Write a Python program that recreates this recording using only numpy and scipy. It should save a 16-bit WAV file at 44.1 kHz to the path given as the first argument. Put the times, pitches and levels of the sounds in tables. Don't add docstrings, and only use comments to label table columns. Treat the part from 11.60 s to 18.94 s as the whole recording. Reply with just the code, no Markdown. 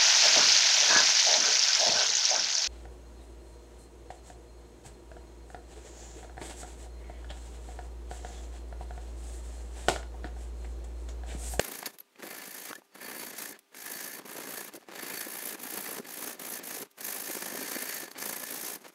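import sys
import numpy as np
from scipy import signal
from scipy.fft import rfft, irfft, next_fast_len
from scipy.io import wavfile
from scipy.ndimage import uniform_filter1d

SR = 44100
rng = np.random.default_rng(int(sys.argv[2]) if len(sys.argv) > 2 else 0)


def how_loud(loudness_db):
    steps = np.asarray(loudness_db, float) / 20
    return 10 ** steps


def generate_wav(signal):
    frames = np.transpose(np.atleast_2d(signal))
    scaled = np.clip(frames, -1, 1) * 32767
    pcm = np.round(scaled).astype(np.int16)
    wavfile.write(sys.argv[1], SR, pcm)


N = 323694
TIME = np.arange(N) / SR


def level(x, db):
    return x * how_loud(db) / np.sqrt(np.mean(x ** 2))


def colour(x, points):
    hz, db = np.transpose(points)
    size = next_fast_len(N)
    axis_hz = np.arange(1, size // 2 + 2) * SR / size
    gain = how_loud(np.interp(np.log(axis_hz), np.log(hz), db))
    return irfft(rfft(x, size) * gain, size)[:N]


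def flicker(rate, spread_db):
    targets = np.clip(rng.standard_normal(N // 100), -3, 1.5)
    return how_loud(spread_db * np.interp(TIME * rate, np.arange(N // 100), targets))


def ring(x, modes, patchy_db):
    out = np.zeros(N)
    for hz, width, db in modes:
        b, a = signal.iirpeak(hz, hz / width, SR)
        out += how_loud(db) * signal.lfilter(b, a, x * flicker(35, patchy_db))
    return out


def add(out, s, sound):
    i = int(s * SR)
    out[i:i + len(sound)] += sound[:N - i]


# frequency in Hz, density in dB per Hz.
ROOM_HISS = [(59, -59), (100, -30), (260, 5), (397, 0), (927, 0), (1220, -6), (1540, -2.5), (2260, -3),
             (2620, -3), (15900, -15)]
# frequency in Hz, rms level in dB.
HUM_LINES = [(398.4, -78.5), (1200, -82.5)]


def workshop():
    hum = sum(np.sqrt(2) * how_loud(db) * np.sin(2 * np.pi * hz * TIME) for hz, db in HUM_LINES)
    return level(colour(rng.standard_normal(N), ROOM_HISS), -70) + hum


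# first bite in seconds, last bite in seconds, strokes per second.
STROKE_RUNS = [(0.011, 0.227, 27.78), (0.635, 0.878, 26.8), (0.894, 1.092, 27.88), (1.414, 1.567, 29.44),
               (1.582, 1.702, 29.24), (1.769, 1.91, 28.42), (2.15, 2.339, 26.58), (2.354, 2.589, 27.72),
               (2.661, 2.891, 28.26), (2.907, 3.08, 28.84), (3.34, 3.63, 27.56), (3.651, 3.945, 28.92),
               (4.002, 4.193, 28.78), (4.209, 4.382, 28.98), (4.472, 4.729, 29.2), (4.801, 4.991, 28.88),
               (5.038, 5.22, 27.44), (5.411, 5.641, 26.08), (5.658, 5.881, 26.82), (5.904, 6.189, 28.14),
               (6.207, 6.311, 28.94), (6.329, 6.458, 27.08), (6.587, 6.855, 27.96), (6.872, 7.156, 28.22)]
# peak in dB, every second bite in dB, swell from first to last bite in dB.
RUN_EFFORT = [(-35, -4.5, -2.5), (-37.5, -3.5, -0.5), (-39, 1, 2), (-37.5, -3, 1), (-38, 1.5, 1),
              (-38.5, 4.5, -3.5), (-39.5, -0.5, 4), (-39.5, 1.5, -1), (-39.5, -1.5, 3), (-37, -5, -0.5),
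              (-37.5, 4.5, 1.5), (-35, -1, 3.5), (-34, -5, 3), (-35.5, -1.5, -1), (-36.5, -1.5, 3.5),
              (-36, 0, 2), (-35, -3, 3.5), (-34.5, -2, -1), (-37, 2, -1.5), (-35.5, -1, 5), (-35.5, 4.5, 2),
              (-34, -1.5, -5), (-33, -5.5, -4), (-34.5, -1, 0.5)]
# time of the peak in
# seconds, peak in dB, brightness in dB.
LONE_STROKES = [(0.261, -33.5, 3), (0.297, -49, 3), (0.343, -58, 9), (0.599, -50, -6), (1.156, -52, 4),
                (1.182, -58, 5), (1.352, -50.5, 4), (1.381, -50, -3), (1.737, -40.5, -6),
                (1.753, -38.5, -6), (1.925, -43.5, 1), (1.949, -43.5, -25), (2.613, -52, -7),
                (3.157, -46.5, 7.5), (3.273, -60, -7), (3.288, -43, -14), (3.303, -49.5, -11),
                (3.316, -40, -10), (4.45, -38, -15), (4.748, -45, -3), (5.39, -42.5, -9), (6.478, -41, -9),
                (6.515, -50.5, 10.5), (6.561, -35, -36), (7.218, -55, 0), (7.254, -42.5, -15),
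                (7.286, -55.5, 2.5)]
# time of the peak in seconds, peak in dB,
# brightness in dB.
MORE_LONE_STROKES = [(0.249, -38.5, -13), (0.405, -64, 11), (.53, -71, -5), (.56, -60.5, -13), (1.131, -58, 11),
                     (1.25, -73, 12), (1.325, -66.5, -10), (1.993, -72, 0), (2.13, -55.5, -12), (2.632, -55, -8),
                     (3.126, -51.5, -7), (3.205, -59.5, 2), (3.236, -62.5, -3), (3.983, -46.5, -7),
                     (4.405, -52, 5), (4.428, -50, -4), (4.776, -52, -11), (5.015, -39.5, -26),
                     (5.25, -55.5, -4), (5.313, -74, 11), (6.5, -59, 3), (6.538, -60, 1), (7.181, -56, -2),
                     (7.333, -63, 0)]
PAUSE_S = 0.03
EASE_IN_DB, EASE_IN_S = -4, 0.016
EASE_OUT_DB, EASE_OUT_S = -3, 0.024
SCATTER_DB, SCATTER_S = 0.9, 0.0008


def strokes():
    rows = [np.array(LONE_STROKES), np.array(MORE_LONE_STROKES)]
    for n, (run, effort) in enumerate(zip(STROKE_RUNS, RUN_EFFORT)):
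        first, last, hz = run
        peak_db, second_db, swell_db = effort
        k = np.arange(round((last - first) * 2 * hz) + 1)
        s = first + k / (2 * hz)
        starts = n > 0 and first - STROKE_RUNS[n - 1][1] > PAUSE_S
        stops = n == len(STROKE_RUNS) - 1 or STROKE_RUNS[n + 1][0] - last > PAUSE_S
        ease_db = starts * EASE_IN_DB * np.exp((first - s) / EASE_IN_S)
        ease_db = ease_db + stops * EASE_OUT_DB * np.exp((s - last) / EASE_OUT_S)
        late, hard = rng.standard_normal((2, 40))[:, k]
        db = peak_db + second_db * (k % 2) + swell_db * (k / k[-1] - 0.5)
        db = db + ease_db + SCATTER_DB * hard
        rows.append(np.transpose([s + SCATTER_S * late, db, 0 * s]))
    rows = np.concatenate(rows)
    return rows[np.argsort(rows[:, 0])].T


def bites(s, db, reach, longest_s, fullness):
    gaps = np.minimum(reach * np.diff(s, prepend=-1, append=99), longest_s)
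    power = np.zeros(N)
    for at, peak_db, rise, fall in zip(s, db, 0.98 * gaps[:-1], gaps[1:]):
        span = slice(max(int((at - rise) * SR), 0), int((at + fall) * SR))
        t = TIME[span]
        away = np.where(t < at, (at - t) / rise, (t - at) / fall)
        power[span] += how_loud(2 * peak_db) * np.clip(np.cos(away * np.pi / 2), 0, 1) ** fullness
    return np.sqrt(power)


def teeth(per_s, spread_db):
    hit = rng.random(N) < per_s / SR
    hardness = np.minimum(rng.exponential(size=N), 3)
    return level(hit * rng.standard_normal(N) * how_loud(spread_db * hardness), 0)


def part(shape, push, per_s, spread_db):
    sound = shape(teeth(per_s, spread_db) * push)
    return sound * np.std(push) / np.std(sound)


# frequency in Hz, density in dB per Hz.
RASP_COLOUR = [(400, -14), (600, -4), (1280, -8.5), (2200, -5.5), (3000, -8.5), (4000, -8), (5500, -11.5),
               (7500, -7.5), (9500, -24), (16000, -22)]


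def scrape(body, bright_db):
    rasp = part(lambda x: colour(x, RASP_COLOUR), body * flicker(60, 1), per_s=30000, spread_db=1)
    dull = signal.lfilter(*signal.butter(2, 3800, fs=SR), rasp)
    return dull + how_loud(0.27 * bright_db) * (rasp - dull)


# frequency in Hz, density in dB per Hz.
SIZZLE_COLOUR = [(5000, -69), (7500, -1), (9000, -9), (10300, 1.5), (12200, 2), (14000, 3.5), (15700, -1.5)]
# frequency in Hz, width in Hz, level in dB.
SHALLOW_MODES = [(5750, 1800, -2), (6210, 150, 0), (6540, 150, 2.5), (7630, 28, 2), (8400, 140, 2.5)]
# frequency in Hz, width in Hz, level in dB.
DEEP_MODES = [(9700, 120, -1), (10060, 70, 0), (10270, 90, 0), (10500, 120, -1), (10800, 70, -1),
              (11300, 100, -2), (11960, 130, 0), (12150, 110, 0), (12400, 200, -2), (13650, 70, -4),
              (14200, 200, -7)]


def blade(force, body, blade_db, bright_db, slack_db, deep):
    sharp = force * (force / np.std(force)) ** 0.2
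    sizzle = part(lambda x: colour(x, SIZZLE_COLOUR), sharp * flicker(60, 1), per_s=30000, spread_db=1)
    shallow = part(lambda x: ring(x, SHALLOW_MODES, 2.2), body, per_s=20000, spread_db=1)
    buried = part(lambda x: ring(x, DEEP_MODES, 1.5), force, per_s=20000, spread_db=1)
    high_db = -1.14 + blade_db + bright_db - 0.16 * slack_db
    high = how_loud(high_db) * (how_loud(-4.5) * sizzle + how_loud(-1.5) * buried)
    return high + how_loud(bright_db - 1.5) * (1 - deep) * shallow


# frequency in Hz, width in Hz, level in dB.
FRAME_MODES = [(1650, 70, -9), (1724, 40, 0), (1780, 35, -4), (2085, 70, -8), (2280, 150, -12),
               (4505, 55, -6)]


def frame(body, frame_db, deep):
    lower = part(lambda x: ring(x, FRAME_MODES[:3], 2.2), body, per_s=8000, spread_db=1.5)
    upper = part(lambda x: ring(x, FRAME_MODES[3:], 2.2), body, per_s=8000, spread_db=1.5)
    lower_db = 1 + frame_db - 2.5 * deep
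    upper_db = -2 + 1.31 * frame_db + 5 * deep
    return how_loud(lower_db) * lower + how_loud(upper_db) * upper


# frequency in Hz, width in Hz, level in dB.
PIPE_MODES = [(212, 54, -3), (293.4, 61, -0.5), (374, 250, 5.5), (447, 95, -10), (840, 1130, 0.5)]
BOOM_COLOUR = [(110, -0.5), (200, -3.5), (1000, -7), (2500, -8)]  # Hz, dB


def pipe(force, pipe_db, slack_db):
    push = signal.lfilter([0.004], [1, 0.004 - 1], force)
    boom = part(lambda x: colour(ring(x, PIPE_MODES, 3.5), BOOM_COLOUR), push, per_s=1400, spread_db=0.8)
    return how_loud(-2.5 + pipe_db + 0.44 * slack_db) * boom


# time in seconds, freedom of the pipe under the hand in dB,
# of the frame in the grip in dB, of the blade in the slot in dB, depth of the cut from 0 to 1.
CUT_PROGRESS = [(0.1, -3, -10, -2, 0.48), (.7, 2, -5.5, -0.5, 0.64), (1.0, -4, -7, -0.5, 0.28),
                (1.45, 2.5, -2.5, 1, 0.67), (1.85, -3.5, -8.5, -0.5, 0.12), (2.4, -2.5, -4, 3, .15),
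                (2.75, 4, -6.5, 0.5, 0.27), (3.05, -1.5, -7, 2, 0.27), (3.35, 3, -7.5, -7.5, 0.9),
                (3.6, -6, -4, -0.5, 0.47), (3.9, -1, -10.5, 2.5, 0.47), (4.2, -0.5, -7, 1.5, 0.4),
                (4.9, -1, -11, 1.5, 0.2), (5.6, -2.5, -8.5, 2.5, 0.15), (6.0, 4, -4.5, 1.5, 0),
                (6.3, -4, -4, -2, 0.27), (6.65, 1.5, -8, 1, 0.17), (7.1, -2, -11, 2, 0)]


def saw():
    s, *columns = np.transpose(CUT_PROGRESS)
    pipe_db, frame_db, blade_db, deep = (np.interp(TIME, s, c) for c in columns)
    at, peak_db, bright_db = strokes()
    force = bites(at, peak_db, reach=0.53, longest_s=0.02, fullness=3.1)
    bright_db = np.interp(TIME, at, bright_db)
    drag = uniform_filter1d(uniform_filter1d(force, size=1500), size=1500)
    force = np.hypot(force, how_loud(-7.5) * drag)
    force_db = 20 * np.log10(uniform_filter1d(force, size=3000) + 1e-5)
    slack_db = np.clip(-37 - force_db, 0, 25)
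    body = (0.6 * force + 0.4 * uniform_filter1d(force, size=900)) * flicker(220, 2.2)
    force = force * flicker(230, 2.4)
    steel = blade(force, body, blade_db, bright_db, slack_db, deep) + frame(body, frame_db, deep)
    return how_loud(-4) * scrape(body, bright_db) + steel + pipe(force, pipe_db, slack_db)


# start in seconds, peak in dB, pitch in Hz, decay by 60 dB in seconds.
BENCH_KNOCKS = [(0.2265, -13, 730, 0.017), (0.637, -29, 322, 0.027), (1.102, -35, 300, 0.054),
                (1.108, -17, 1120, 0.034), (1.183, -37.5, 350, 0.025), (3.144, -29.5, 332, 0.025),
                (3.225, -33, 700, 0.019), (2.651, -34, 240, 0.04), (2.785, -22.5, 310, 0.023),
                (3.174, -33.5, 355, 0.029), (3.666, -26, 320, 0.029), (4.398, -21, 248, 0.022),
                (5.169, -26, 448, 0.024), (5.698, -24.5, 330, 0.03), (5.766, -26.5, 384, 0.031),
                (5.948, -23.5, 387, 0.027), (5.991, -22, 282, 0.019), (6.163, -17.5, 298, 0.02),
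                (6.431, -29, 346, 0.029), (7.213, -41, 240, 0.032), (7.252, -59, 290, 0.08),
                (7.287, -35, 1100, 0.016)]


def knocks():
    out, t = np.zeros(N), TIME[:int(0.12 * SR)]
    for s, db, hz, t60 in BENCH_KNOCKS:
        rattle = uniform_filter1d(rng.standard_normal(len(t)), size=12)
        fade = (1 - np.exp(-t / 0.0024)) * np.exp(-np.log(1000) * t / t60)
        body = np.sin(2 * np.pi * hz * t) + 0.66 * np.sin(2 * np.pi * 1.614 * hz * t)
        add(out, s, how_loud(db) * fade * (body * min(1, 400 / hz) ** 2 + 0.8 * rattle))
    return out


# start in seconds, peak in dB, pitch in Hz.
EDGE_TICKS = [(0.2304, -21.5, 2100), (0.2586, -19, 4460), (0.2631, -18.5, 4630), (0.3858, -29.5, 13500),
              (0.406, -36, 4100), (0.5591, -36.5, 2420), (0.625, -27.5, 2120), (0.6676, -28, 2270),
              (1.1308, -17.5, 1520), (1.154, -28, 6900), (1.2196, -37, 900), (1.3498, -52, 2270),
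              (1.9907, -35, 11100), (2.146, -28.5, 2170), (3.1375, -29, 10900), (4.7962, -24.5, 12600),
              (5.3125, -41.5, 13000), (5.3856, -35, 13100), (5.4076, -23, 10800), (6.515, -25.5, 4560),
              (6.553, -32, 2040), (7.281, -38, 6940)]


def ticks():
    out, t = np.zeros(N), TIME[:int(0.04 * SR)]
    for s, db, hz in EDGE_TICKS:
        top_hz = min(1.6 * hz, 0.45 * SR)
        band = signal.butter(2, [hz / 10, top_hz], "band", fs=SR)
        crack = signal.lfilter(*band, rng.standard_normal(len(t))) * np.sqrt(SR / 2 / top_hz)
        crack = crack * np.exp(-t / (0.00049 + hz * 2.5e-7))
        ping = 0.3 * np.sin(2 * np.pi * hz * t) * np.exp(-t / 0.0015)
        add(out, s, how_loud(db) * (ping + 0.27 * crack))
    return out


# start in seconds, level in dB, start in Hz, end in Hz, length in seconds.
STEEL_SQUEAKS = [
    (1.146, -42.5, 1650, 1830, 0.028),
    (.399, -37, 12400, 11200, 0.012),
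]


def squeaks():
    out, t = np.zeros(N), TIME[:int(0.04 * SR)]
    for s, db, from_hz, to_hz, length in STEEL_SQUEAKS:
        way = np.clip(t / length, 0, 1)
        turns = t * (from_hz + (to_hz - from_hz) * way / 2)
        add(out, s, how_loud(db) * np.sin(np.pi * way) ** 2 * np.sin(2 * np.pi * turns))
    return out


def scene():
    near = saw() + knocks() + ticks() + squeaks()
    t = TIME[:int(0.2 * SR)]
    tiles = rng.standard_normal(len(t)) * (t > 0.004) * np.exp(-np.log(1000) * t / 0.12)
    tail = signal.fftconvolve(near, tiles / np.sqrt(np.sum(tiles ** 2)))[:N]
    return (near + how_loud(-19) * uniform_filter1d(tail, size=3) + workshop())[None]


def band_limit(x):
    return signal.sosfilt(signal.butter(12, 16830, fs=SR, output="sos"), x)


# frequency in Hz, gain in dB.
MICROPHONE_RESPONSE = [(30, -45), (75, -34), (110, -13), (170, -3), (230, 0), (15720, 0), (15950, -55),
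                       (16900, -70)]
# frequency in Hz, density in dB per Hz.
MICROPHONE_RUMBLE = [(20, 4), (60, 4), (110, -11), (200, -45)]


def record(dry):
    rumble = level(colour(rng.standard_normal(N), MICROPHONE_RUMBLE), -100)
    mix = colour(dry[0], MICROPHONE_RESPONSE) + rumble
    return band_limit(mix[None])


dry = scene()
out = record(dry)
generate_wav(out)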